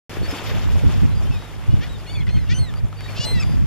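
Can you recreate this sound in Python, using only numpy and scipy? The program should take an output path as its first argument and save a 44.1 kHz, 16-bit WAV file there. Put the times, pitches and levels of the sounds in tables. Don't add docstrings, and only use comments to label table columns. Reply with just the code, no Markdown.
import sys
import numpy as np
from scipy import signal
from scipy.fft import rfft, irfft, next_fast_len
from scipy.io import wavfile
from scipy.ndimage import uniform_filter1d

SR = 44100
rng = np.random.default_rng(int(sys.argv[2]) if len(sys.argv) > 2 else 0)


def level_to_linear(level):
    exponent = np.asarray(level, float) / 20
    return 10 ** exponent


def file_out(sig):
    cols = np.atleast_2d(sig).T
    lim = np.clip(cols, -1, 1)
    pcm = np.round(lim * 32767).astype(np.int16)
    wavfile.write(sys.argv[1], SR, pcm)


N = 161406
START_S = 0.0945

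# start_s, crest_s, end_s, crest_pitch_hz (second partial), level_db
WHISTLES = [
    (1.34, 1.42, 1.505, 3830, -50),
    (1.892, 1.915, 1.975, 3860, -42),
    (2.068, 2.137, 2.225, 4550, -45),
    (2.29, 2.356, 2.462, 4290, -48),
    (2.586, 2.585, 2.71, 4330, -32),
    (3.247, 3.3, 3.4, 4130, -27),
]
# arch_depth (ratio), low_partial_lift_db
WHISTLE_MANNERS = [(.8, -8), (2, -8), (1.4, 16), (1.1, 19), (1, 2), (.72, 3)]
WHISTLE_PARTIALS_DB = [-29.5, -3.5, -33, -14.5, -56, -26]
# start_s, length_s, start_pitch_hz, end_pitch_hz, level_db
RASPS = [(1.695, .055, 480, 495, -42), (3.152, .035, 420, 458, -31), (3.192, .068, 560, 584, -26),
         (3.34, .065, 700, 650, -35), (2.54, .03, 690, 705, -41), (2.455, .045, 540, 575, -46)]
# start_s, length_s, start_pitch_hz, end_pitch_hz, level_db
DEEP_RASPS = [(1.803, .05, 410, 505, -36), (2.05, .035, 440, 520, -45), (2.486, .052, 432, 503, -32),
              (2.98, .045, 440, 540, -44)]
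# start_s, length_s, start_pitch_hz, end_pitch_hz, level_db
BREAKS = [(1.846, .04, 500, 520, -42), (3.176, .024, 520, 560, -30), (2.528, .02, 540, 560, -34)]
# start_s, length_s, start_pitch_hz, end_pitch_hz, level_db
DEEP_BREAKS = [(2.214, .025, 520, 500, -42), (2.262, .05, 500, 510, -40), (2.352, .045, 520, 500, -42),
               (3.415, .028, 560, 500, -39)]
# start_s, length_s, start_pitch_hz, end_pitch_hz, level_db
CROAKS = [
    (3.414, .03, 1300, 1150, -35),
]
# start_s, length_s, start_pitch_hz, end_pitch_hz, level_db
YELPS = [
    (2.541, .052, 1490, 1550, -38),
    (3.396, .026, 1330, 1285, -32),
]
YELP_PARTIALS_DB = [-13, -3, -17, -3, -18.5, -12.5]
# start_s, length_s, start_pitch_hz, end_pitch_hz, level_db
FAR_WHISTLES = [(.225, .055, 4350, 4600, -45), (.28, .05, 5150, 5200, -46), (.355, .055, 4500, 4420, -47),
                (1.1, .045, 3850, 4150, -53), (2.15, .085, 2600, 2060, -47), (1.145, .06, 4830, 4800, -54),
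                (1.228, .025, 5300, 5550, -56), (2.093, .018, 3450, 3620, -40),
                (2.145, .027, 3480, 3430, -41), (2.203, .017, 3450, 3300, -43),
                (2.755, .045, 4600, 4800, -53), (2.965, .185, 4620, 4350, -53),
                (1.302, .08, 2720, 2420, -49), (3.03, .05, 3800, 3820, -46), (3.08, .022, 2330, 2400, -44),
                (3.44, .12, 4950, 4800, -54), (1.245, .05, 3000, 3200, -54), (2.07, .055, 2780, 3050, -51),
                (2.34, .035, 3250, 3030, -48), (2.4, .05, 5100, 4950, -59), (1.315, .06, 5350, 5000, -56),
                (1.98, .03, 4850, 4850, -57), (3.055, .015, 1950, 1850, -42)]
# freq_hz, level_db
THROAT = [(2200, -23.5), (2800, -0.5), (3350, -11.5), (4000, -3), (5100, -4), (6200, -15), (6900, -15),
          (9500, -31.5)]
# freq_hz, level_db
DEEP_THROAT = [(900, -25), (1900, 1), (2900, -6), (3400, -2.5), (4000, -5.5), (4950, -4.5), (5500, -5),
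               (9000, -24)]

# time_s, level_db
WASH_SWELL = [(.1, -40), (.2, -41), (.3, -36.5), (.55, -36.5), (.75, -41.5), (1.02, -42.5), (1.1, -49.5),
              (1.7, -48.5), (2.9, -57), (3.1, -45), (3.35, -42.5), (3.66, -51)]
# freq_hz, density_db
WASH_COLOUR = [(150, -3), (250, -1.5), (3500, -9), (9130, -25.5), (12400, -21.5), (15000, -44)]
# freq_hz, density_db
SURF_COLOUR = [(40, 9.5), (180, -1), (600, -3.5), (3500, -14.5), (7500, -24.5), (14000, -30)]
# freq_hz, left_right_likeness (-1 to 1)
LIKENESS = [(250, 0.47), (640, 0.72), (3100, 0.58), (6800, -0.071), (12000, -0.21)]
# time_s, peak_db, brightness_db_per_octave
DROPS = [(0.312, -34, 8), (0.3738, -29, 3), (0.4396, -36, 1), (0.719, -38, 7), (2.7396, -22, -4),
         (2.7717, -25, -5), (2.885, -36, 0.5), (2.9283, -27, -5), (3.008, -24.5, 0), (3.065, -27, -4)]
# time_s, pitch_hz, level_db
PLOP = (.328, 290, -22)

# time_s, level_db, half_width_s
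GUSTS = [(.217, -18.5, 0.027), (.295, -20.5, 0.016), (.48, -27, .04), (.561, -18, 0.045), (.68, -15, 0.034),
         (0.756, -11.5, 0.026), (0.866, -9, 0.028), (.976, -15, 0.042), (1.042, -7.5, 0.017),
         (1.165, -17, 0.12), (1.25, -24, 0.024), (1.305, -11, 0.0062), (1.363, -19.5, 0.018),
         (1.6, -28.5, 0.061), (1.697, -10, 0.011), (1.74, -6.5, 0.0089), (1.784, -16.5, 0.026),
         (1.9, -27, 0.097), (2.212, -19, 0.061), (2.291, -15, 0.014), (2.364, -11, 0.022),
         (2.43, -19, 0.026), (2.518, -13, 0.026), (2.608, -13, 0.022), (2.773, -23, 0.088),
         (2.845, -11, 0.0078), (3.1, -30.5, 0.13), (3.257, -20.5, 0.01),
         (3.36, -13.5, 0.033), (3.465, -17, 0.05), (3.2, -17, 0.0057), (3.6, -14, 0.074),
              (2.1, -43, 0.044)]
# freq_hz, level_db
MOTOR = [
    (51.2, -49.5),
    (102.3, -42),
    (153.6, -48),
]

# freq_hz, level_db
OVERALL_COLOUR = [(3700, -0.5), (3950, -10), (4100, -3), (7650, 0.5), (7900, -12), (8150, -0.5), (14250, 0.5),
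                  (14650, -42), (15700, -58)]
# start_s, end_s, low_hz, high_hz
DROPOUTS = [(.392, .425, 8300, 9500), (.392, .425, 10300, 12300), (.46, .535, 8300, 10500),
            (.535, .58, 7900, 10200), (.58, .65, 8000, 9000), (.65, .7, 8500, 10500)]


def rms_one(x):
    return x / np.sqrt(np.mean(x ** 2) + 1e-20)


def at_hz(points, hz):
    table_hz, table_db = np.array(points).T
    return np.interp(np.log(hz), np.log(table_hz), table_db)


def band(x, lo_hz, hi_hz, order=2):
    return signal.sosfilt(signal.butter(order, [lo_hz, hi_hz], "band", fs=SR, output="sos"), x)


def drift(rate_hz, size=N):
    pole = np.exp(-80 * np.pi * rate_hz / SR)
    white = rng.standard_normal(size // 40 + 1002)
    slow = signal.lfilter([1], [1, -2 * pole, pole * pole], white)[1000:]
    return np.interp(np.arange(size) / 40, np.arange(len(slow)), rms_one(slow))


def gull_note(start_s, hz, db, partials_db, rough, grows_db=0.0, attack_s=0.0019):
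    n = len(hz)
    t = np.arange(n) / SR
    wobble = (0.003 + 0.023 * rough) * drift(63, size=n)
    phase = 2 * np.pi * np.cumsum(hz * (1 + wobble)) / SR
    k = np.arange(1, len(partials_db) + 1)[:, None]

    swell_db = ((k == 1) - 0.3 * (k > 3)) * grows_db * t / t[-1]
    level_db = np.reshape(partials_db, (len(k), -1)) + swell_db + 0.56 * drift(55, size=n)
    frayed = np.array([np.sqrt(1 - rough ** 2) + rough * drift(190, size=n) for _ in k])
    sines = np.sin(k * phase + rng.uniform(0, 2.9, k.shape))
    tone = np.sqrt(2) * (level_to_linear(level_db) * frayed * sines).sum(axis=0)

    flutter = 1 + 0.39 * rough * drift(260, size=n)
    release_s = 0.009
    edges = np.clip(np.minimum(t / attack_s, (t[-1] - t) / release_s), 0, 1)
    tone = tone * flutter * level_to_linear(db) * edges
    pan_db = 1.5 + 1.5 * rng.normal()
    return int(start_s * SR), n, tone * level_to_linear(np.array([[pan_db], [-pan_db]]))


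def near_whistles():
    notes = []
    for (start, crest, end, hz, db), (arch, low_db) in zip(WHISTLES, WHISTLE_MANNERS):
        t = np.arange(start, end, 1 / SR) - crest
        curve = np.where(t < 0, 12, 14)
        bend = 1 - curve * t ** 2 * arch
        loud_tilt = 0.17 * (db + 30.0) * np.maximum(np.arange(6) - 2, -1)
        lift = low_db * np.array([1, 0.066, 1.0, 0.094, 0, 0])
        partials = np.add(WHISTLE_PARTIALS_DB, loud_tilt) + lift
        fading_db = db - 100 * np.maximum(t, 0)
        notes.append(gull_note(start, hz * bend / 2, fading_db, partials, 0.012,
                               grows_db=29 - max(low_db, 0)))
    return notes


def gliding_calls(table, rough, attack_s, throat=None, partials_db=None):
    notes = []
    for start, length, first_hz, last_hz, db in table:
        hz = first_hz + (last_hz - first_hz) * np.linspace(0, 1, int(length * SR)) ** 0.95
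        partials = partials_db
        if throat:
            lines = hz * np.arange(1, 19)[:, None]
            dulling = 0.91 * (db + 25.5) * np.maximum(np.log2(lines / 3200), 0)
            flicker = [1.67 * drift(45, size=len(hz)) for _ in lines]
            partials = at_hz(throat, lines) - 6 + dulling + flicker
        notes.append(gull_note(start, hz, db, partials, rough, attack_s=attack_s))
    return notes


def rock_echoes(calls):
    wet = 0
    for lag_s in rng.uniform(0.0026, 0.042, 10):
        gain = rng.normal(0, 1, (2, 1)) * np.exp(-lag_s / 0.013)
        wet = wet + np.roll(calls[::-1], int(lag_s * SR), axis=1) * gain
    return level_to_linear(-14) * wet


def gulls():
    notes = near_whistles()
    notes += gliding_calls(RASPS, 0.2, 0.015, throat=THROAT)
    notes += gliding_calls(DEEP_RASPS, 0.3, 0.02, throat=DEEP_THROAT)
    notes += gliding_calls(BREAKS, 0.9, 0.008, throat=THROAT)
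    notes += gliding_calls(DEEP_BREAKS, 0.85, 0.01, throat=DEEP_THROAT)
    notes += gliding_calls(CROAKS, 0.6, 0.004, partials_db=YELP_PARTIALS_DB)
    notes += gliding_calls(YELPS, 0.04, 0.005, partials_db=YELP_PARTIALS_DB)
    notes += gliding_calls(FAR_WHISTLES, 0.07, 0.008, partials_db=[2.5, -20])
    calls = np.zeros((2, N + SR))
    for i, n, tone in notes:
        calls[0, i:i + n] += tone[0]
        calls[1, i + 1:i + n + 1] += tone[1]
    return (calls + rock_echoes(calls))[:, :N]


def hiss(colour, patchy_db):
    out, together = 0, drift(9)
    edges = 30 * 2 ** np.arange(0, 9.3, 0.5)
    white = rng.standard_normal((2, 2, N))
    for k, (lo, hi) in enumerate(zip(edges, edges[1:])):
        mid, side = band(white[k % 2], lo, hi)
        hz = np.sqrt(lo * hi)
        alike = np.clip(at_hz(LIKENESS, hz), -0.95, 0.95)
        stereo = np.sqrt(1 + alike) * mid + np.sqrt(1 - alike) * side * [[1], [-1]]
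        flicker_db = patchy_db * (together + drift(37.0))
        out = out + level_to_linear(at_hz(colour, hz) + flicker_db) * stereo
    return rms_one(out)


def ring(clicks, hz, cycles):
    r, w = level_to_linear(-60 * hz / (cycles * SR)), 2 * np.pi * hz / SR
    return signal.lfilter([0, np.sin(w)], [1, -2 * r * np.cos(w), r * r], clicks + 1e-18)


def bubble_fizz():
    happens = rng.random((2, N)) < 500 / SR
    size = level_to_linear(6.6 * np.minimum(rng.exponential(1, N), 4))
    born = happens * size * rng.choice([-1, 1], N)
    born = born + 2.1 * born[::-1]
    dealt = rng.integers(0, 14, N)
    fizz = 0
    for k, hz in enumerate(np.geomspace(350, 9000, 14)):
        fizz = fizz + ring(born * (dealt == k), hz, 6.2) * (hz / 1000) ** -0.4
    return rms_one(fizz)


def stone_drops():
    time_s, peak_db, bright = np.transpose(DROPS)
    drops = np.zeros(N)
    for hz in np.geomspace(1300, 12000, 9):
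        clicks = np.zeros(N)
        level_db = peak_db - 15 + rng.normal(0, 4, len(time_s)) + bright * np.log2(hz / 2000)
        clicks[(time_s * SR).astype(int)] = level_to_linear(level_db)
        drops += ring(clicks, hz, 23.0)
    plop_s, plop_hz, plop_db = PLOP
    lap = level_to_linear(plop_db) * (np.arange(N) == int(plop_s * SR))
    return drops + ring(lap, plop_hz, 18.0)


def water():
    time_s, level_db = np.transpose(WASH_SWELL)
    swell = level_to_linear(np.interp(np.arange(N) / SR, time_s, level_db) + 3)
    wash = swell * (hiss(WASH_COLOUR, patchy_db=1.6) + level_to_linear(-5) * bubble_fizz())
    surf = level_to_linear(-44) * hiss(SURF_COLOUR, patchy_db=1.83)
    left, right = wash + surf + stone_drops()
    return np.array([level_to_linear(2.0) * left, level_to_linear(-0.1) * np.roll(right, 1)])


def even_out(x):
    return x / np.sqrt(uniform_filter1d(x ** 2, size=1300, axis=1) + 0.13 * np.mean(x ** 2))


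def wind():
    t = np.arange(N) / SR
    power = level_to_linear(2 * -43)
    for time_s, db, half_width_s in GUSTS:
        power = power + level_to_linear(2 * db) * np.exp(-((t - time_s) / half_width_s) ** 2)
    gust = np.sqrt(power)
    noise = rng.standard_normal((2, N))
    body = band(band(noise, 50.4, 108.5, order=1), 10.0, 169.0)
    edge = band(band(noise[::-1], 178, 286, order=1), 93, 242)
    edge_gust = level_to_linear(-14) * gust * (gust / level_to_linear(-11)) ** (2.9 - 1)
    side, mid = gust * even_out(body) + edge_gust * even_out(edge)
    return side * np.array([[1], [-1]]) + level_to_linear(-14.5) * mid - 0.059 * side


def motor():
    t = np.arange(N) / SR + 0.000069 * drift(9.9)
    hum = 0
    for hz, db in MOTOR:
        hum = hum + np.sqrt(2) * level_to_linear(db + 2.0 * drift(0.83)) * np.sin(2 * np.pi * hz * t + hz)
    return hum


def drop_bands(x):
    hz, t = np.arange(N // 2 + 1) * SR / N, np.arange(N) / SR
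    mid = rfft(x.mean(axis=0))
    lost = 0
    for start, end, lo, hi in DROPOUTS:
        fade = np.clip(np.minimum(t - start, end - t) / 0.006 + 0.5, 0, 1)
        lost = lost + irfft(mid * (hz > lo) * (hz < hi), N) * fade
    return x - lost


def scene():
    return (gulls() + water() + wind() + motor()) * (np.arange(N) > START_S * SR)


def band_limit(x):
    return signal.sosfilt(signal.butter(12, 15710, fs=SR, output="sos"), x)


def record(dry):
    size = next_fast_len(N + SR // 10)
    hz = np.arange(size // 2 + 1) * SR / size + 1
    coloured = irfft(rfft(dry, size) * level_to_linear(at_hz(OVERALL_COLOUR, hz)), size)[:, :N]
    overloaded = np.tanh(coloured / 1.083)
    mix = drop_bands(overloaded) * 1.26 * (np.arange(N) > START_S * SR)
    return band_limit(mix)


dry = scene()
out = record(dry)
file_out(out)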